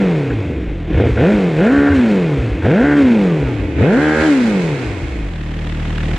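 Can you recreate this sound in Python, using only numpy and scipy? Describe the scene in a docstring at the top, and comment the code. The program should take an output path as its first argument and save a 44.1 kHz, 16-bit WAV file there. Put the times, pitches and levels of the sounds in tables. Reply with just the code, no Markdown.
"""Motorcycle revving beside a lane

An inline-four stands still, microphone at the saddle. With each throttle blip the firings boom and bark
in the pipe and gulps of air howl in the airbox; late-burning fuel burbles on the way down. Chain and
gears rattle and whine, and at last the engine settles into a thudding idle with ticking valves."""
import sys
import numpy as np
from scipy import signal
from scipy.fft import rfft, irfft, next_fast_len
from scipy.io import wavfile
from scipy.ndimage import uniform_filter1d, minimum_filter1d, map_coordinates

SR = 44100
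rng = np.random.default_rng(int(sys.argv[2]) if len(sys.argv) > 2 else 0)


def persist_wave(psi):
    """Save psi, clipped to +-1, as 16-bit WAV."""
    counts = np.round(np.clip(psi, -1, 1) * 32767).astype(np.int16)
    wavfile.write(sys.argv[1], SR, np.atleast_2d(counts).T)


N = 272538

# throttle blips: (climb start [s], top reached [s], firing rate [Hz], fall start [s], firing rate [Hz])
THROTTLE_BLIPS = [(.92, 1.045, 121, 1.085, 123), (1.177, 1.302, 212, 1.341, 214.5),
                  (1.575, 1.735, 283, 1.923, 285), (2.64, 2.857, 292, 2.988, 289.5),
                  (3.785, 4.006, 301, 4.264, 315)]
# the four cylinders in firing order, at pipe and airbox: (pulse size [ratio], delay [s])
EXHAUST_PUFFS = [(1.5, .0001), (.65, .00065), (1.0, .0003), (.85, .0009)]
INTAKE_GULPS = [(1.7, .0001), (.45, .00036), (1.0, .00018), (.7, .00026)]
# exhaust boom and bark, throttle shut and open: (firing rate [Hz], level [dB])
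BOOM_SHUT_LEVELS = [(50, -18.5), (80, -28), (110, -26.5), (140, -17), (165, -18), (205, -15.5), (245, -12),
                    (290, -10.5)]
BOOM_OPEN_LEVELS = [(55, -16), (90, -11), (118, -10), (160, -11), (230, -12), (284, -9), (300, -13)]
BARK_SHUT_LEVELS = [(40, -33), (55, -26), (80, -23.5), (110, -22.5), (150, -19.5), (200, -16), (250, -21.5),
                    (290, -19.5)]
BARK_OPEN_LEVELS = [(45, -19), (100, -12.5), (200, -11.5), (255, -11.5), (285, -20), (310, -23.5)]
# tone colour of each part: (frequency [Hz], relative level [dB])
COASTING_COLOUR = [(25, -45), (60, -20.5), (130, 8), (230, -1.5), (295, 6.5), (370, 5.5), (470, 5),
                   (580, -5.5), (750, -12.5), (1000, -16.5), (1600, -43.5), (3000, -51.5), (8000, -99)]
PULLING_COLOUR = [(25, -39.5), (70, -4.5), (150, 3), (260, 0.5), (370, 6), (510, 4), (680, -0.5), (850, -9),
                  (1100, -21.5), (1600, -14.5), (3000, -37), (8000, -87)]
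THUD_COLOUR = [(15, -8), (35, 11), (80, 7), (160, 4.5), (200, -4.5), (240, -10), (290, -5.5), (420, -29),
               (700, -33), (2000, -73)]
AIRBOX_COLOUR = [(200, -46.5), (400, 11.5), (520, -1.5), (800, -0.5), (1060, -1.5), (1230, -14), (1400, 6),
                 (1540, 7.5), (1800, 3), (1950, -4), (2100, -3), (2400, -14.5), (4000, -38), (10000, -52.5)]
CASE_COLOUR = [(150, -35), (400, 6), (700, 5), (1050, -1), (1500, -3.5), (1900, 1), (2400, -3),
               (2900, -5.5), (3600, -9), (4500, -22), (6000, -24.5), (10000, -43)]
VALVE_COLOUR = [(300, -20.5), (700, -8), (1100, -5), (1700, -0.5), (2400, -5), (3000, -5.5), (3500, -8.5),
                (4200, -18), (6000, -24.5), (8000, -30), (11000, -41), (15000, -62.5)]
HISS_COLOUR = [(2000, -24.5), (4000, 5.5), (5000, 0.5), (6200, -2), (7500, -1), (8600, -9.5),
               (10400, -12.5), (11200, -25), (13500, -35), (15000, -48)]
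# resonances of silencer chambers and engine cases: (frequency [Hz], bandwidth [Hz], gain [dB])
SILENCER_MODES = [(114, 33, -5.5), (196, 142, -10), (280.8, 37, 2.5), (332, 50, 0.5), (433.5, 44, -3.5),
                  (497, 63, -7.5)]
ENGINE_CASE_MODES = [(1460, 240, -1), (2177, 134, 2.5), (2465, 143, 2.5), (2610, 184, 1), (3410, 400, -10)]
# paths of an idle puff through pipe and silencer: (delay [s], gain [ratio])
PIPE_PATHS = [(.001, 0.67), (.0077, 0.44), (0.012, 1.05), (0.016, 0.04)]
# late burns in the pipe: (time [s], length [s], relative level [dB], pitch [Hz])
LATE_BURNS = [(0.33, 0.089, -15, 59.7), (1.062, 0.08, -8, 85), (1.129, 0.052, -5.5, 62),
              (1.196, 0.21, -14, 81), (1.356, 0.05, -15.5, 61), (1.788, 0.029, -10, 85),
              (1.923, 0.096, -5, 88), (1.982, 0.051, -11, 87), (2.401, 0.065, -8.5, 62),
              (2.533, 0.083, -10, 57), (3.045, 0.057, -13, 84.5), (3.453, 0.11, -12.5, 62),
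              (3.628, 0.15, -15.5, 55.6), (4.884, 0.096, -16, 62), (5.046, 0.1, -19, 48)]
# throb of unequal cylinders: (frequency [multiples of the four-stroke cycle], level re howl [dB])
THROB_ORDERS = [(1, -10), (2, -5), (3, -8), (5, -7), (6, -7), (7, -9), (10, -10), (11, -19), (16, -22),
                (17, -21), (19, -14), (21, -11), (23, -19), (25, -20), (27, -22), (28, -20)]
# airbox spits as the throttle snaps: (time [s], relative level [dB])
AIRBOX_SPITS = [(0.3042, -25), (1.1707, -17), (1.236, -21), (1.8717, -11), (1.9183, -10.5), (2.6225, -26.5),
                (2.6451, -17.5), (2.662, -22), (3.8715, -19)]
# gear and chain tones: (frequency [multiples of the firing rate], relative level [dB])
WHINE_ORDERS = [(4, -1), (6, -4), (7, 0), (10, -3), (11, -4)]
# treble at the microphone: (time [s], level [dB])
MIC_TREBLE = [(0, 0), (.5, -3.5), (.85, -3), (1.3, 0.5), (3.7, -1.5), (4.1, 2), (4.18, 5), (4.6, 4),
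              (5.4, 4), (6.18, 6)]
# likeness of the noise left and right: (frequency [Hz], correlation [0-1])
MIC_LIKENESS = [(500, 1), (1000, 0.35), (1800, 0.48), (3300, 0.73), (5500, 0), (12000, 0)]
# stereo image: (time [s], width [0-1])
MIC_WIDTH = [(0, 0), (3.0, 0), (3.3, .25), (3.6, .75), (3.85, 1), (6.18, 1)]

START_HZ, IDLE_HZ = 204, 38.6  # firing rates
DRAG_PER_S, SLOW_DRAG_PER_S, KNEE_HZ = 1.664, 2.2, 120  # the flywheel slows faster below the knee
OPEN_LEAD_FIRINGS, SHUT_LEAD_S, OPENING_S, SHUTTING_S = 2.5, 0.065, 0.052, 0.12  # throttle timing
THIN_S, THIN_HALF_S, THIN_DB = 4.185, 0.039, -24.5  # the boom dips briefly atop the highest rev
# levels that follow speed: (level at REFERENCE_HZ [dB], slope [dB/octave])
HOWL_SHUT_DB, HOWL_OPEN_DB = (-27, 9.5), (-16.5, 6.5)
CLATTER_DB, HISS_DB, WHINE_DB = (-27, 4), (-41, 5.5), (-42.5, 4.5)
REFERENCE_HZ = 300
KNOCK_DB, HISS_OPEN_DB = 7, 1  # added by an open throttle
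THUD_DB, TICK_DB, IDLE_FADE_DB_PER_OCTAVE = -22.5, -45, 13.5
BARK_SHADE, BOOM_SHADE = 0.49, 0.27  # dB lost for each dB of treble at the microphone
APPROACH_S, APPROACH_DB_PER_S = 5.4, 7  # the microphone draws back over the tank, nearer the engine
CEILING_DB, TOP_HZ = -2, 15100


def exhaust_boom(turns, hz, opening):
    """The firing note, nearly a sine: a hard pull steepens it, and it dies out near idle."""
    phase = 2 * np.pi * turns + 0.21 * wobble(90)
    pull = ramp(np.gradient(hz) * SR / 1100)
    wave = np.sin(phase) + (0.12 + 0.22 * pull) * np.cos(2 * phase)
    running = ramp((hz - 41) / 8)
    level_db = blend(along(BOOM_SHUT_LEVELS, hz), along(BOOM_OPEN_LEVELS, hz), opening)
    thin_db = THIN_DB * np.exp(-((np.arange(N) / SR - THIN_S) / THIN_HALF_S) ** 2)
    ragged_db = 1.5 * (1 - opening) * ramp((150 - hz) / 40) * wobble(25)
    return np.sqrt(2) * wave * running * amp(level_db + thin_db + ragged_db + 1.47 * wobble(70))


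def exhaust_bark(turns, hz, opening):
    """Puffs ring the pipe: lopsided coasting, even and bright under load, gurgling at low speed."""
    lopsided = steady(pulses(turns, EXHAUST_PUFFS, scatter=.13, jitter_s=.00003))
    even = steady(pulses(turns, [(1, .0004)], scatter=.1, jitter_s=.00003))
    gas = rng.standard_normal(N) * gusts(turns, sharpness=.5)
    load = engine_load(hz)
    surge = np.clip(np.gradient(hz) * SR / 900, 0, .7)
    coasting = steady(ring(lopsided + .33 * gas, COASTING_COLOUR))
    blast = ring(blend(lopsided, even, surge) + .36 * gas, PULLING_COLOUR)
    driving = steady(blast + resonate(blast, [(485, 41, 0.89)]))  # the collector's resonance
    ragged = steady(pulses(turns, EXHAUST_PUFFS, scatter=.5, jitter_s=.0005)) + .95 * gas
    chambers = resonate(ragged, SILENCER_MODES)
    gurgle = steady(ring(chambers, [(60, 3.5), (480, -6.5), (700, -9.5), (2000, -35)]))
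    stumble = ramp((155 - hz) / 55) * (1 - .7 * load * ramp((hz - 60) / 40))
    pipe = steady(blend(blend(coasting, driving, load), gurgle, stumble))
    rumble = amp(-16) * unit(ring(gas, [(20, -49.5), (45, 18), (90, 12), (150, 17), (300, -47)]))
    level_db = blend(along(BARK_SHUT_LEVELS, hz), along(BARK_OPEN_LEVELS, hz), opening)
    return amp(level_db + 1.7 * stumble * wobble(30)) * (pipe + rumble)


def idle_thuds(turns, hz):
    """Each slow puff thuds out of the silencer, followed by its reflections in the pipe."""
    firings = pulses(turns, [(1.04, .00015), (.96, .0003)], scatter=.08, jitter_s=.0002)
    puffs = ring(firings, THUD_COLOUR)
    paths = lambda f: sum(gain * np.exp(-2j * np.pi * f * delay) for delay, gain in PIPE_PATHS)
    thuds = low_cut(filtered(puffs, paths), hz=26, order=4)
    return amp(THUD_DB) * idle_gain(hz) * steady(thuds)


def burbles():
    """Unburnt fuel lights late and swells the pipe's lowest resonance."""
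    t, out = np.arange(N) / SR, np.zeros(N)
    for middle, length, db, hz in LATE_BURNS:
        near = np.abs(t - middle) < 2 * length
        offset = t[near] - middle
        swell = amp(db - 2.5) * np.exp(-(3.4 * offset / length) ** 2)
        out[near] += swell * np.sin(2 * np.pi * (hz * offset + rng.random()))
    return out


def airbox_howl(turns, hz, opening):
    """Each gulp of air rings the airbox; high in the revs the unequal cylinders add a throb."""
    gulps = steady(ring(pulses(turns, INTAKE_GULPS, scatter=.1, jitter_s=.000014), AIRBOX_COLOUR))
    air = steady(ring(rng.standard_normal(N) * gusts(turns, sharpness=0.24), AIRBOX_COLOUR))
    level_db = blend(with_speed(HOWL_SHUT_DB, hz), with_speed(HOWL_OPEN_DB, hz), opening)
    strength = ramp((level_db + 36) / 11)
    howl = (.5 + .2 * strength) * gulps + .33 * air
    throb = np.zeros(N)
    for order, db in THROB_ORDERS:
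        tone = np.sqrt(2) * np.sin(2 * np.pi * (order * turns / 4 + rng.random()))
        throb += tone * amp(db + 3.1 * wobble(28))
    screaming = strength * ramp((hz - 245) / 35)
    return amp(level_db) * (howl + screaming * throb)


def airbox_spits():
    """Short bursts of air crack through the airbox."""
    t, out = np.arange(SR // 25) / SR, np.zeros(N)
    for start, db in AIRBOX_SPITS:
        out[round(start * SR):][:len(t)] += amp(db + 6 - 60 * t / 0.11) * rng.standard_normal(len(t))
    return ring(out, AIRBOX_COLOUR)


def engine_clatter(turns, hz, opening, treble_db):
    """Chain and gears rattle the cases in time with the shaft; air hisses, and valves tick at idle."""
    knock_db = KNOCK_DB * opening * ramp((250 - hz) / 130)
    clatter_db = with_speed(CLATTER_DB, hz) + knock_db + 0.22 * treble_db
    hiss_db = with_speed(HISS_DB, hz) + HISS_OPEN_DB * opening + treble_db + .8 * wobble(16)
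    rattle = unit(gusts(turns, sharpness=0.032) * amp(1.2 * wobble(500)))
    shaking = stereo_noise([(500, 1), (2400, 8.5), (9000, -21.5)])
    ringing = unit(resonate(shaking, ENGINE_CASE_MODES)) * ramp((hz - 25) / 25)
    cases = 1.023 * stereo_noise(CASE_COLOUR) + 0.58 * ringing
    clatter = amp(clatter_db) * cases * amp([[-1.8], [1.6]])
    hiss = amp(hiss_db) * stereo_noise(HISS_COLOUR) * amp([[-1.2], [1.2]])
    beats = unit(gusts(turns, sharpness=1.0) * amp(2.5 * wobble(220)))
    ticks = amp(TICK_DB + treble_db) * idle_gain(hz) * beats * stereo_noise(VALVE_COLOUR)
    return rattle * (clatter + hiss) + ticks


def gear_whine(turns, hz):
    """Meshing teeth sing faintly on multiples of the shaft speed."""
    tones = sum(amp(db + 3.6 * wobble(20)) * np.sin(2 * np.pi * order * turns + .5 * wobble(50))
                for order, db in WHINE_ORDERS)
    return np.sqrt(2) * amp(with_speed(WHINE_DB, hz)) * tones


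def roadside_echo(x, t60):
    """Tank, road and verge scatter a short echo, opposite in polarity left and right."""
    t = np.arange(SR // 5) / SR
    tail = rng.standard_normal(len(t)) * amp(-60 * t / t60) * (t > .002)
    echo = signal.fftconvolve(x, tail / np.linalg.norm(tail))[:N]
    return np.array([echo, -echo])


def firing_rate():
    """Firings a second: each blip climbs, hangs and coasts down; the flywheel rounds the corners."""
    t = np.arange(N) / SR
    hz = coast(START_HZ, t)
    for start, top, top_hz, fall, fall_hz in THROTTLE_BLIPS:
        driven = np.interp(t, [start, top, fall], [np.interp(start, t, hz), top_hz, fall_hz])
        blip = np.where(t < fall, driven, coast(fall_hz, t - fall))
        hz = np.where(t < start, hz, blip)
    return smooth(hz, size=1540) * (1 + 0.001492 * wobble(24.99))


def coast(from_hz, since_s):
    """Drag slows the flywheel exponentially until the idle catches it."""
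    hz = from_hz * np.exp(-DRAG_PER_S * since_s)
    knee = min(from_hz, KNEE_HZ)
    below_knee = knee * (hz / knee) ** (SLOW_DRAG_PER_S / DRAG_PER_S)
    return np.maximum(np.minimum(hz, below_knee), IDLE_HZ)


def throttle(hz):
    """Throttle opening, 0-1: it moves a little before the speed answers."""
    t, opening = np.arange(N) / SR, np.zeros(N)
    for start, _, _, fall, _ in THROTTLE_BLIPS:
        opens = start - OPEN_LEAD_FIRINGS / np.interp(start, t, hz)
        shuts = fall - SHUT_LEAD_S
        opening += ramp((t - opens) / OPENING_S) * ramp(1 - (t - shuts) / SHUTTING_S)
    return np.minimum(opening, 1)


def engine_load(hz):
    """Effort, 0-1, of speeding up the flywheel and beating friction."""
    climb = np.gradient(uniform_filter1d(np.log(hz), size=1800)) * SR
    return ramp((climb + 0.62) / 2.2)


def pulses(turns, cylinders, scatter, jitter_s):
    """One pulse per firing: each cylinder has its own size and delay, and no two burns are alike."""
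    firing = np.arange(1, int(turns[-1]))
    size, delay = np.array(cylinders)[firing % len(cylinders)].T
    timing, strength = rng.standard_normal((len(firing), 2)).T
    at = np.interp(firing, turns, np.arange(N)) + SR * (delay + jitter_s * timing)
    taps = np.floor(at)[:, None] + np.arange(-7, 9)
    offset = taps - at[:, None]
    shape = np.sinc(offset) * np.sinc(offset / 8)  # lets a pulse fall between samples
    weights = (size * np.exp(scatter * strength))[:, None] * shape
    return np.bincount(np.clip(taps, 0, N).astype(int).ravel(), weights.ravel(), N + 1)[:N]


def gusts(turns, sharpness):
    """An envelope of rms 1 that swells once per firing."""
    return unit(np.exp(sharpness * np.cos(2 * np.pi * (turns - 1 / 4))))


def with_speed(law, hz):
    """Level in dB that grows by a set step with each octave of speed."""
    db, db_per_octave = law
    return db + db_per_octave * np.log2(hz / REFERENCE_HZ)


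def idle_gain(hz):
    """Gain that is 1 at idle and fades with speed."""
    return amp(-IDLE_FADE_DB_PER_OCTAVE * np.log2(hz / IDLE_HZ))


def stereo_noise(colour):
    """Coloured noise of rms 1, less alike left and right towards the treble."""
    def response(hz):
        angle = np.arccos(np.clip(along(MIC_LIKENESS, hz), -1, 1)) / 2
        return amp(along(colour, hz)) * [np.cos(angle), np.sin(angle)]
    mid, side = filtered(rng.standard_normal((2, N)), response)
    return unit(np.array([mid + side, mid - side]))


def ring(x, colour, size=8192):
    """x rings a minimum-phase body of the given colour."""
    cepstrum = irfft(np.log(amp(along(colour, np.fft.rfftfreq(size, 1 / SR)))))
    cepstrum[1:size // 2] *= 2
    cepstrum[size // 2 + 1:] = 0
    return signal.fftconvolve(x, irfft(np.exp(rfft(cepstrum))))[:N]


def resonate(x, modes):
    """x rings a set of resonances of alternating polarity."""
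    return filtered(x, lambda f: sum(
        (-1) ** k * amp(db) * 1j * f * width / (centre ** 2 - f ** 2 + 1j * f * width)
        for k, (centre, width, db) in enumerate(modes)))


def low_cut(x, hz, order):
    """x rolled off below hz."""
    return filtered(x, lambda f: 1 - np.exp(-(f / hz) ** order))


def filtered(x, response):
    """x through a frequency response."""
    size = next_fast_len(N + SR // 2)
    return irfft(rfft(x, size) * response(np.fft.rfftfreq(size, 1 / SR)), size)[..., :N]


def along(points, hz):
    """(frequency, value) points joined on a log axis."""
    freqs, values = np.transpose(points)
    return np.interp(np.log(hz + 1), np.log(freqs + 1), values)


def over_time(points):
    """(time, value) points joined sample by sample."""
    return np.interp(np.arange(N) / SR, *np.transpose(points))


def wobble(rate):
    """A smooth random curve, rate knots a second."""
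    return map_coordinates(rng.standard_normal(int(N * rate / SR) + 4), [np.arange(N) * rate / SR])


def smooth(x, size):
    """x averaged twice over size samples."""
    return uniform_filter1d(uniform_filter1d(x, size), size)


def steady(x):
    """x with its slow level held at rms 1."""
    return x / np.sqrt(np.abs(smooth(x * x, size=2400)) + 1e-12)


def unit(x):
    """x scaled to rms 1."""
    return x / np.sqrt(np.mean(x ** 2) + 1e-20)


def blend(a, b, share):
    """Crossfade from a to b."""
    return a + share * (b - a)


def ramp(x):
    """x held within 0-1."""
    return np.clip(x, 0, 1)


def amp(db):
    """Decibels to gain."""
    return 10 ** (np.asarray(db) / 20)


def scene():
    """From the saddle: exhaust a touch left, airbox a little right, all driven by one crankshaft."""
    hz = firing_rate()
    opening = throttle(hz)
    turns = np.cumsum(hz) / SR  # firings so far
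    treble_db = over_time(MIC_TREBLE)
    boom = amp(-BOOM_SHADE * treble_db) * exhaust_boom(turns, hz, opening)
    lows = boom + idle_thuds(turns, hz) + burbles()
    bark = amp(-BARK_SHADE * treble_db) * exhaust_bark(turns, hz, opening)
    airbox = airbox_howl(turns, hz, opening) + airbox_spits()
    bright = low_cut(airbox, hz=900, order=2)
    echo = roadside_echo(amp(-28) * lows + amp(-18) * bark + amp(-9) * bright, t60=.06)
    direct = (lows + bark) * amp([[.2], [-.2]]) + airbox * amp([[-.9], [.9]])
    machinery = engine_clatter(turns, hz, opening, treble_db) + gear_whine(turns, hz)
    closer = amp(APPROACH_DB_PER_S * np.maximum(np.arange(N) / SR - APPROACH_S, 0))
    return closer * (direct + echo + machinery)


def record(dry):
    """The microphone's image opens from near mono; a limiter ducks the peaks, and the top is cut."""
    mid, side = (dry[0] + dry[1]) / 2, (dry[0] - dry[1]) / 2
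    side = blend(0.036 * low_cut(side, hz=3000, order=4), side, over_time(MIC_WIDTH))
    stereo = np.array([mid + side, mid - side])
    needed_gain = np.minimum(1, amp(CEILING_DB) / (np.abs(stereo).max(axis=0) + 1e-9))
    limiter_gain = uniform_filter1d(minimum_filter1d(needed_gain, size=1100), size=700)
    return filtered(stereo * limiter_gain, lambda hz: hz < TOP_HZ)


dry = scene()
out = record(dry)
persist_wave(out)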